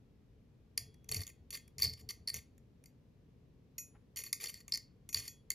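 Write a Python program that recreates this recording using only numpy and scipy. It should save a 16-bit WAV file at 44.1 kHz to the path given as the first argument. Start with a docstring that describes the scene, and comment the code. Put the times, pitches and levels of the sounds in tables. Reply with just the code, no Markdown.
"""Small, dry metal ticks and scrapes, close up: steel pliers wind a feather round a fly hook in a vise.
Each touch on fingers or vise is a burst of friction noise that rings the tool's damped resonances.
The jaws clink, and the spring loop sings while the pliers swing free, until a finger catches them.
The hand nudges the vise into soft thuds and brushes the feather once. Two closely spaced microphone
ports hear it all in a quiet room, over a low rumble and a faint hiss."""
import sys
import numpy as np
from scipy import signal
from scipy.fft import rfft, irfft, next_fast_len
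from scipy.io import wavfile
from scipy.ndimage import uniform_filter1d

SR = 44100
rng = np.random.default_rng(int(sys.argv[2]) if len(sys.argv) > 2 else 0)


def log_audio(samples):
    """Write samples as a 16-bit WAV file to the path given in sys.argv[1]."""
    # one column per channel
    frames = np.atleast_2d(samples).T
    # limit to full scale, then quantise
    limited = np.clip(frames, -1, 1)
    pcm = np.round(limited * 32767).astype(np.int16)
    wavfile.write(sys.argv[1], SR, pcm)


N = 244490

# dry hits of the pliers: t/s, strength/dB, ping over strength/dB, favoured knock f/Hz, bounce count
TICKS = [(0.776, -31, -1.5, 3000, 0), (0.942, -67, -7, 2200, 0), (1.043, -65.5, -19, 2300, 0),
         (1.09, -42, -7.5, 2200, 0), (1.114, -35.5, -18, 2500, 0), (1.12, -37, 0.5, 3590, 0),
         (1.144, -35, -6, 2270, 0), (1.164, -42.5, 4.5, 2630, 0), (1.205, -47.5, 3, 3405, 0),
         (1.233, -52, 5, 3575, 0), (1.267, -47.5, -12, 3500, 1), (1.505, -45, -5.5, 2674, 0),
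         (1.542, -49.5, 4, 3630, 0), (1.678, -62, -16.5, 2387, 0), (1.782, -45.5, -1, 2287, 2),
         (1.8205, -32, 7, 2297, 2), (1.845, -40, 10, 1665, 1), (1.935, -51.5, 2, 3380, 0),
         (2.089, -45, 4, 2140, 0), (2.106, -42.5, -3, 1940, 0), (2.274, -42, 8.5, 1958, 2),
         (2.299, -40.5, 3.5, 1953, 0), (2.342, -37, -27, 2080, 0), (2.366, -44.5, -19, 2090, 0),
         (2.579, -67, -28, 1710, 0), (2.839, -61.5, -17, 2400, 0), (2.858, -59.5, -3.5, 2200, 0),
         (3.782, -44.5, -8.5, 2600, 0), (4.16, -46.5, -6, 2114, 0), (4.17, -42.5, -5, 3200, 0),
         (4.188, -41.5, -11, 2115, 0), (4.237, -43.5, -13, 2500, 0), (4.328, -30, -6, 3210, 0),
         (4.439, -38.5, -6, 1840, 0), (4.47, -46, 5, 1800, 0), (4.541, -48, -2, 1920, 0),
         (4.604, -59, -7, 1995, 0), (4.68, -48.5, -14, 2380, 0), (4.721, -40.5, 11, 3540, 0),
         (4.737, -41.5, 11, 1853, 2), (4.773, -42.5, -6, 1940, 0), (5.09, -46.5, -13.5, 2120, 0),
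         (5.128, -46.5, -5, 2590, 0), (5.1441, -32, 4.5, 4090, 0), (5.171, -48.5, 6.5, 1790, 0),
         (5.279, -43.5, -0.5, 1880, 0), (5.503, -30.5, -9, 2040, 0), (5.516, -44.5, 0.5, 3760, 0)]
# scrapes, and the 4.4 kHz ping ringing on after the hard hits near 1.85 s:
# start t/s, end t/s, strength/dB, ping trim/dB
SCRAPES_AND_TAILS = [(1.13, 1.225, -46.5, -11), (1.266, 1.303, -56.5, -17), (1.521, 1.575, -45, -5),
                     (1.791, 1.823, -46, -5.5), (1.844, 1.871, -46.5, 5), (1.873, 1.943, -58, 10),
                     (1.967, 2.016, -62, -4), (2.093, 2.113, -45.5, -1), (2.329, 2.391, -49, -8),
                     (4.161, 4.224, -48.5, -7.5), (4.237, 4.301, -54, -2), (4.4, 4.503, -44.5, -8.5),
                     (4.502, 4.618, -61.5, -2), (4.677, 4.745, -61.5, -19), (5.147, 5.207, -44.5, -5),
                     (5.206, 5.281, -53, -5.5)]
# strikes that ring the jaws: t/s, relative level/dB, share of the free ring time that the grip leaves
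CLINKS = [(0.775, -52.5, 1), (1.088, -52.5, .62), (1.168, -45.5, 0.39), (1.506, -55, 0.97), (2.09, -59, 1),
          (2.341, -48, 0.74), (2.858, -71, 0.67), (3.781, -43, 0.95), (4.171, -44.5, 0.92),
          (4.237, -50.5, 1), (4.329, -42.5, 0.54), (5.09, -53, 0.86), (5.128, -45.5, 0.51),
          (5.171, -44, 0.71), (5.277, -51, 0.87), (5.503, -56, 0.61)]
# free swings of the pliers: start t/s, caught t/s, relative level/dB
SWINGS = [(0.773, 1.09, -63.5), (1.173, 1.385, -70), (1.51, 1.7, -65), (5.134, 5.267, -60),
          (5.279, 5.411, -64)]
# hand pushes on the vise: t/s, hold/s, relative level/dB
NUDGES = [(0.801, 0.077, -59.5), (1.102, .1, -48), (1.392, 0.023, -63.5), (1.78, 0.15, -56),
          (1.837, 0.024, -53), (2.03, 0.035, -57), (2.155, 0.18, -64), (2.361, 0.011, -55.5),
          (5.162, 0.052, -57.5)]
# finger on feather: t/s, level/dB
BRUSHES = [(3.958, -67)]
# ringing modes of the steel jaws and of the spring loop: f/Hz, relative level/dB, free t60/s
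JAW_MODES = [(2525, -13, .18), (5820, -3, .2), (6670, 0, .24), (6907, -2, .27), (7590, -6, .19),
             (9797, -9, .18), (10095, -9, .34), (11010, -12, .1), (11880, 6, .16), (13340, -13, .14)]
SPRING_MODES = [(3347, 0, 1.05)]
# damped resonances of held tool and vise, in low, middle and high groups: f/Hz, width/Hz, level/dB
KNOCK_MODES = [(437, 71, -2), (1154, 80, -5), (1880, 147, 3), (2114, 53, 9.5), (2370, 370, 3.5),
               (2884, 1400, 0), (3503, 460, 2.5)]
PING_MODES = [(4270, 120, 1.5), (4425, 140, 13), (4569, 302, 9.5), (5130, 470, -1.5)]
SNAP_MODES = [(5740, 520, 3), (6895, 580, 3), (9380, 1400, 2), (10940, 980, 1), (13620, 2400, 1),
              (15100, 1370, -4)]
# noise colours of the bench thud, the room rumble and the hiss: f/Hz, relative level/dB
THUD_SPECTRUM = [(20, -31), (40, -1.5), (80, 9), (125, 3.5), (170, -6.5), (300, -15), (395, -27.5),
                 (434, -4), (490, -33), (700, -20), (1500, -55.5)]
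RUMBLE_SPECTRUM = [(12, -57.5), (20, -23.5), (31, -9), (51, -2), (102, -1.5), (127, 0.5), (156, -4.5),
                   (179, -6), (209, -7.5), (240, -6), (356, -16.5), (429, -12), (615, -24), (1200, -35.5),
                   (1560, -66), (2640, -120)]
HISS_SPECTRUM = [(400, -28.5), (1000, -1.5), (2500, -3), (6000, -10), (9000, -19), (12500, -13.5),
                 (15000, -26.5)]
# decay of the room tail: f/Hz, t60/s
ROOM_DECAY = [(200, 0.13), (2000, .3), (4500, 0.26), (8000, 0.2), (15000, 0.17)]
# stereo width of the room tail: f/Hz, side over mid level/dB
ROOM_WIDTH = [(400, 0), (1200, -2), (1700, 3), (2300, -19), (4500, -29.5), (7400, -4), (10000, -11.5),
              (14000, -9)]
# likeness of the room tone at the two ports: f/Hz, left-right correlation
ROOM_COHERENCE = [(40, 1), (120, .9), (300, 0.82), (700, 0.26), (2000, 0.29), (8000, 0.2)]
# phase between the ports: f/Hz, left lead/rad
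PORT_PHASE = [(0, 0), (4000, 0), (4900, .35), (6900, -.8), (7850, -2.85), (8600, -3.45), (10000, -4.95),
              (10700, -5.9), (12300, -6.6), (13100, -7.8), (14900, -9.4), (16000, -9.5)]
# balance between the ports: f/Hz, left over right level/dB
PORT_TILT = [(30, 1.5), (200, 1.5), (2200, 1.5), (4000, 0)]


def ticks(span_s=0.005, t60=0.012, rise_s=0.0006, favour_db=8, favour_octaves=0.16):
    """Hits chatter and may bounce; harder ones are brighter, and the contact point colours each."""
    out, t = np.zeros(N), np.arange(SR // 6) / SR
    bounce_s, bounce_loss_db, bounce_dull_db = 0.0092, 0.5, 5
    medium_db, medium_knock_db, knock_slope = -42, -52.5, 0.91  # the knock grows slower than the top
    for start, strength, ping, knock_hz, bounces in TICKS:
        snap_hz = 7520 * 2 ** (0.3 * rng.standard_normal())  # scattered by 0.3 octave

        def colour(hz):
            distances = [np.log2((hz + 1) / centre) / favour_octaves for centre in (knock_hz, snap_hz)]
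            return amp(favour_db * sum(np.exp(-d ** 2) for d in distances))

        for k in range(round(bounces) + 1):
            level = strength - k * bounce_loss_db
            knock = medium_knock_db + knock_slope * (level - medium_db)
            levels = (knock, level + ping - k * bounce_dull_db, level)
            chatter = rng.standard_normal(len(t)) * amp(-60 * t / t60) * (1 - np.exp(-t / rise_s))
            add(out, start + k * bounce_s, contact(filtered(chatter, colour), levels, span_s))
    return out


def scrapes_and_tails(slips_per_s=300, slip_t60=0.025, slip_spread_db=3, drag=0.45, fade_db=5):
    """A scrape is a fading run of tiny slips over drag; with the ping up, it voices a hit's ring tail."""
    out, t = np.zeros(N), np.arange(SR // 4) / SR
    for start, end, strength, ping in SCRAPES_AND_TAILS:
        length = end - start
        slips = (rng.random(len(t)) < slips_per_s / SR) * amp(slip_spread_db * rng.standard_normal(len(t)))
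        grip = drag + signal.fftconvolve(slips, amp(-60 * t / slip_t60))[:len(t)]
        release = amp(-fade_db * t / length) * (t < length)
        force = glints(rng.standard_normal(len(t)), depth_db=4) * grip * release
        levels = strength + np.array([-10, ping - 1, -4])  # knock, ping, snap
        add(out, start, contact(force, levels, length))
    return out


def glints(x, depth_db):
    """Random sparkle in patches a few hundred hertz wide and a few milliseconds long."""
    bins = signal.stft(x, nperseg=256)[2]
    patches = uniform_filter1d(rng.standard_normal(bins.shape), size=4, axis=0)
    patches = uniform_filter1d(patches, size=2, axis=1)
    return signal.istft(bins * amp(depth_db * unit(patches)), nperseg=256)[1][:len(x)]


def contact(force, levels_db, length_s):
    """A touch rings knock, ping and snap, each with the energy of its level held for length_s."""
    groups = [resonate(force, KNOCK_MODES, low_hz=308), resonate(force, PING_MODES, low_hz=4210),
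              resonate(force, SNAP_MODES, low_hz=5750)]
    return sum(amp(db) * group * np.sqrt(length_s * SR / (np.sum(group ** 2) + 1e-20))
               for db, group in zip(levels_db, groups))


def resonate(force, modes, low_hz):
    """A force rings damped resonances of alternating polarity; little radiates below low_hz."""
    def body(f):
        peaks = sum((-1) ** k * amp(db) * 1j * f * width / (hz * hz - f * f + 1j * f * width)
                    for k, (hz, width, db) in enumerate(modes))
        top_hz = 2.3 * modes[-1][0]
        return peaks / (1 + (f / top_hz) ** 4)

    low_cut = signal.butter(4, low_hz, "high", fs=SR, output="sos")
    return signal.sosfilt(low_cut, filtered(force, body))


def clinks(trim_db=-2, tilt_db_per_octave=-3.5):
    """The struck jaws ring briefly; the firmer the grip, the shorter."""
    out = np.zeros(N)
    for start, level, free in CLINKS:
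        jaws = [(hz, db + tilt_db_per_octave * np.log2(hz / 7000), t60 * free)
                for hz, db, t60 in JAW_MODES]
        add(out, start, amp(level + trim_db) * ring(jaws))
    return out


def jaw_shimmer(drive, relative_db=-12, ring_share=0.4):
    """Scrapes and ping tails keep the gripped jaws faintly ringing."""
    gripped = ring([(hz, db, t60 * ring_share) for hz, db, t60 in JAW_MODES])
    steel = signal.fftconvolve(drive, gripped)[:N]
    return amp(relative_db) * np.std(drive) * unit(steel)


def spring(trim_db=-1, catch_t60=0.149):
    """The spring loop sings on while the pliers swing, until a finger damps it."""
    out, t = np.zeros(N), np.arange(SR) / SR
    for start, caught, db in SWINGS:
        damping = amp(-60 * np.maximum(start + t - caught, 0) / catch_t60)
        add(out, start, amp(db + trim_db) * damping * ring(SPRING_MODES))
    return out


def ring(modes, rise_s=0.00015):
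    """Steel modes die away as sines, struck at slightly new strengths each time."""
    t = np.arange(SR) / SR
    tones = sum(amp(db + rng.standard_normal() - 60 * t / t60)
                * np.sin(2 * np.pi * (hz * t + rng.random())) for hz, db, t60 in modes)
    return tones * (1 - np.exp(-t / rise_s))


def nudges(trim_db=2.5, attack_s=0.02, release_s=0.04):
    """Soft pushes of the hand swell, hold and let go; they make the vise and bench thud."""
    t = np.arange(N) / SR
    push = sum(amp(db) * np.interp(t, [s - attack_s, s, s + hold, s + hold + release_s], [0, 1, 1, 0])
               for s, hold, db in NUDGES)
    thud = filtered(rng.standard_normal(N), lambda hz: amp(along(THUD_SPECTRUM, hz)))
    return amp(trim_db) * push * unit(thud)


def feather_brush(width_s=0.013, top_hz=2600):
    """Skin on feather: a dull swell of noise."""
    t = np.arange(N) / SR
    swell = sum(amp(db) * np.exp(-((t - s) / width_s) ** 2) for s, db in BRUSHES)
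    dull = lambda hz: 1 / np.sqrt(1 + hz / 300) / (1 + (hz / top_hz) ** 6)
    return swell * unit(filtered(rng.standard_normal(N), dull))


def room_tail(x):
    """A short reverb from bench and walls, largely shared by the two ports."""
    hz, t, bins = signal.stft(rng.standard_normal((2, SR // 2)), SR, nperseg=256)
    decay = amp(-60 * t / along(ROOM_DECAY, hz)[:, None])
    mid, side = signal.istft(bins * decay, SR, nperseg=256)[1]
    side = filtered(side, lambda f: amp(along(ROOM_WIDTH, f)))
    tail = np.array([mid + side, mid - side])
    return signal.fftconvolve(x[None], tail / np.linalg.norm(tail[0]), axes=1)[:, :N]


def ports(pair):
    """Sound from the bench reaches the two ports with different phases."""
    lead = lambda hz: np.interp(hz, *np.transpose(PORT_PHASE))
    return filtered(pair, lambda hz: np.exp(1j * lead(hz) * np.array([[.5], [-.5]])))


def room_tone(spectrum):
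    """A steady bed of stereo noise at rms 1, nearly mono in the bass."""
    def mid_side_gains(hz):
        angle = np.arccos(along(ROOM_COHERENCE, hz)) / 2
        return amp(along(spectrum, hz)) * [np.cos(angle), np.sin(angle)]

    mid, side = filtered(rng.standard_normal((2, N)), mid_side_gains)
    return unit(np.array([mid + side, mid - side]))


def amp(db):
    """Decibels to gain."""
    return 10 ** (np.asarray(db) / 20)


def unit(x):
    """Scale to rms 1."""
    return x / np.sqrt(np.mean(x ** 2) + 1e-20)


def along(points, hz):
    """Read a curve of (f/Hz, value) points on a log frequency axis."""
    f, values = np.transpose(points)
    return np.interp(np.log(hz + 1), np.log(f + 1), values)


def filtered(x, response):
    """Equalise x with a complex response of frequency."""
    n = x.shape[-1]
    padded = next_fast_len(n + 8192)
    return irfft(rfft(x, padded) * response(np.fft.rfftfreq(padded, 1 / SR)), padded)[..., :n]


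def add(track, start_s, sound):
    """Mix a sound into the track from start_s on."""
    part = track[round(start_s * SR):][:len(sound)]
    part += sound[:len(part)]


def scene(wet_db=-11.5):
    """The pliers up front with a touch of room, thuds beneath, rumble and hiss behind."""
    sustained = scrapes_and_tails()
    tool = ticks() + sustained + jaw_shimmer(sustained) + clinks() + spring() + feather_brush()
    near = ports(tool + amp(wet_db) * room_tail(tool)) + nudges()
    return near + amp(-63) * room_tone(RUMBLE_SPECTRUM) + amp(-83.5) * room_tone(HISS_SPECTRUM)


def record(dry, top_hz=16300):
    """The left port is a little stronger in the lows and mids; nothing passes above top_hz."""
    tilted = filtered(dry, lambda hz: amp(along(PORT_TILT, hz) * np.array([[.5], [-.5]])))
    return filtered(tilted, lambda hz: hz < top_hz)


dry = scene()
out = record(dry)
log_audio(out)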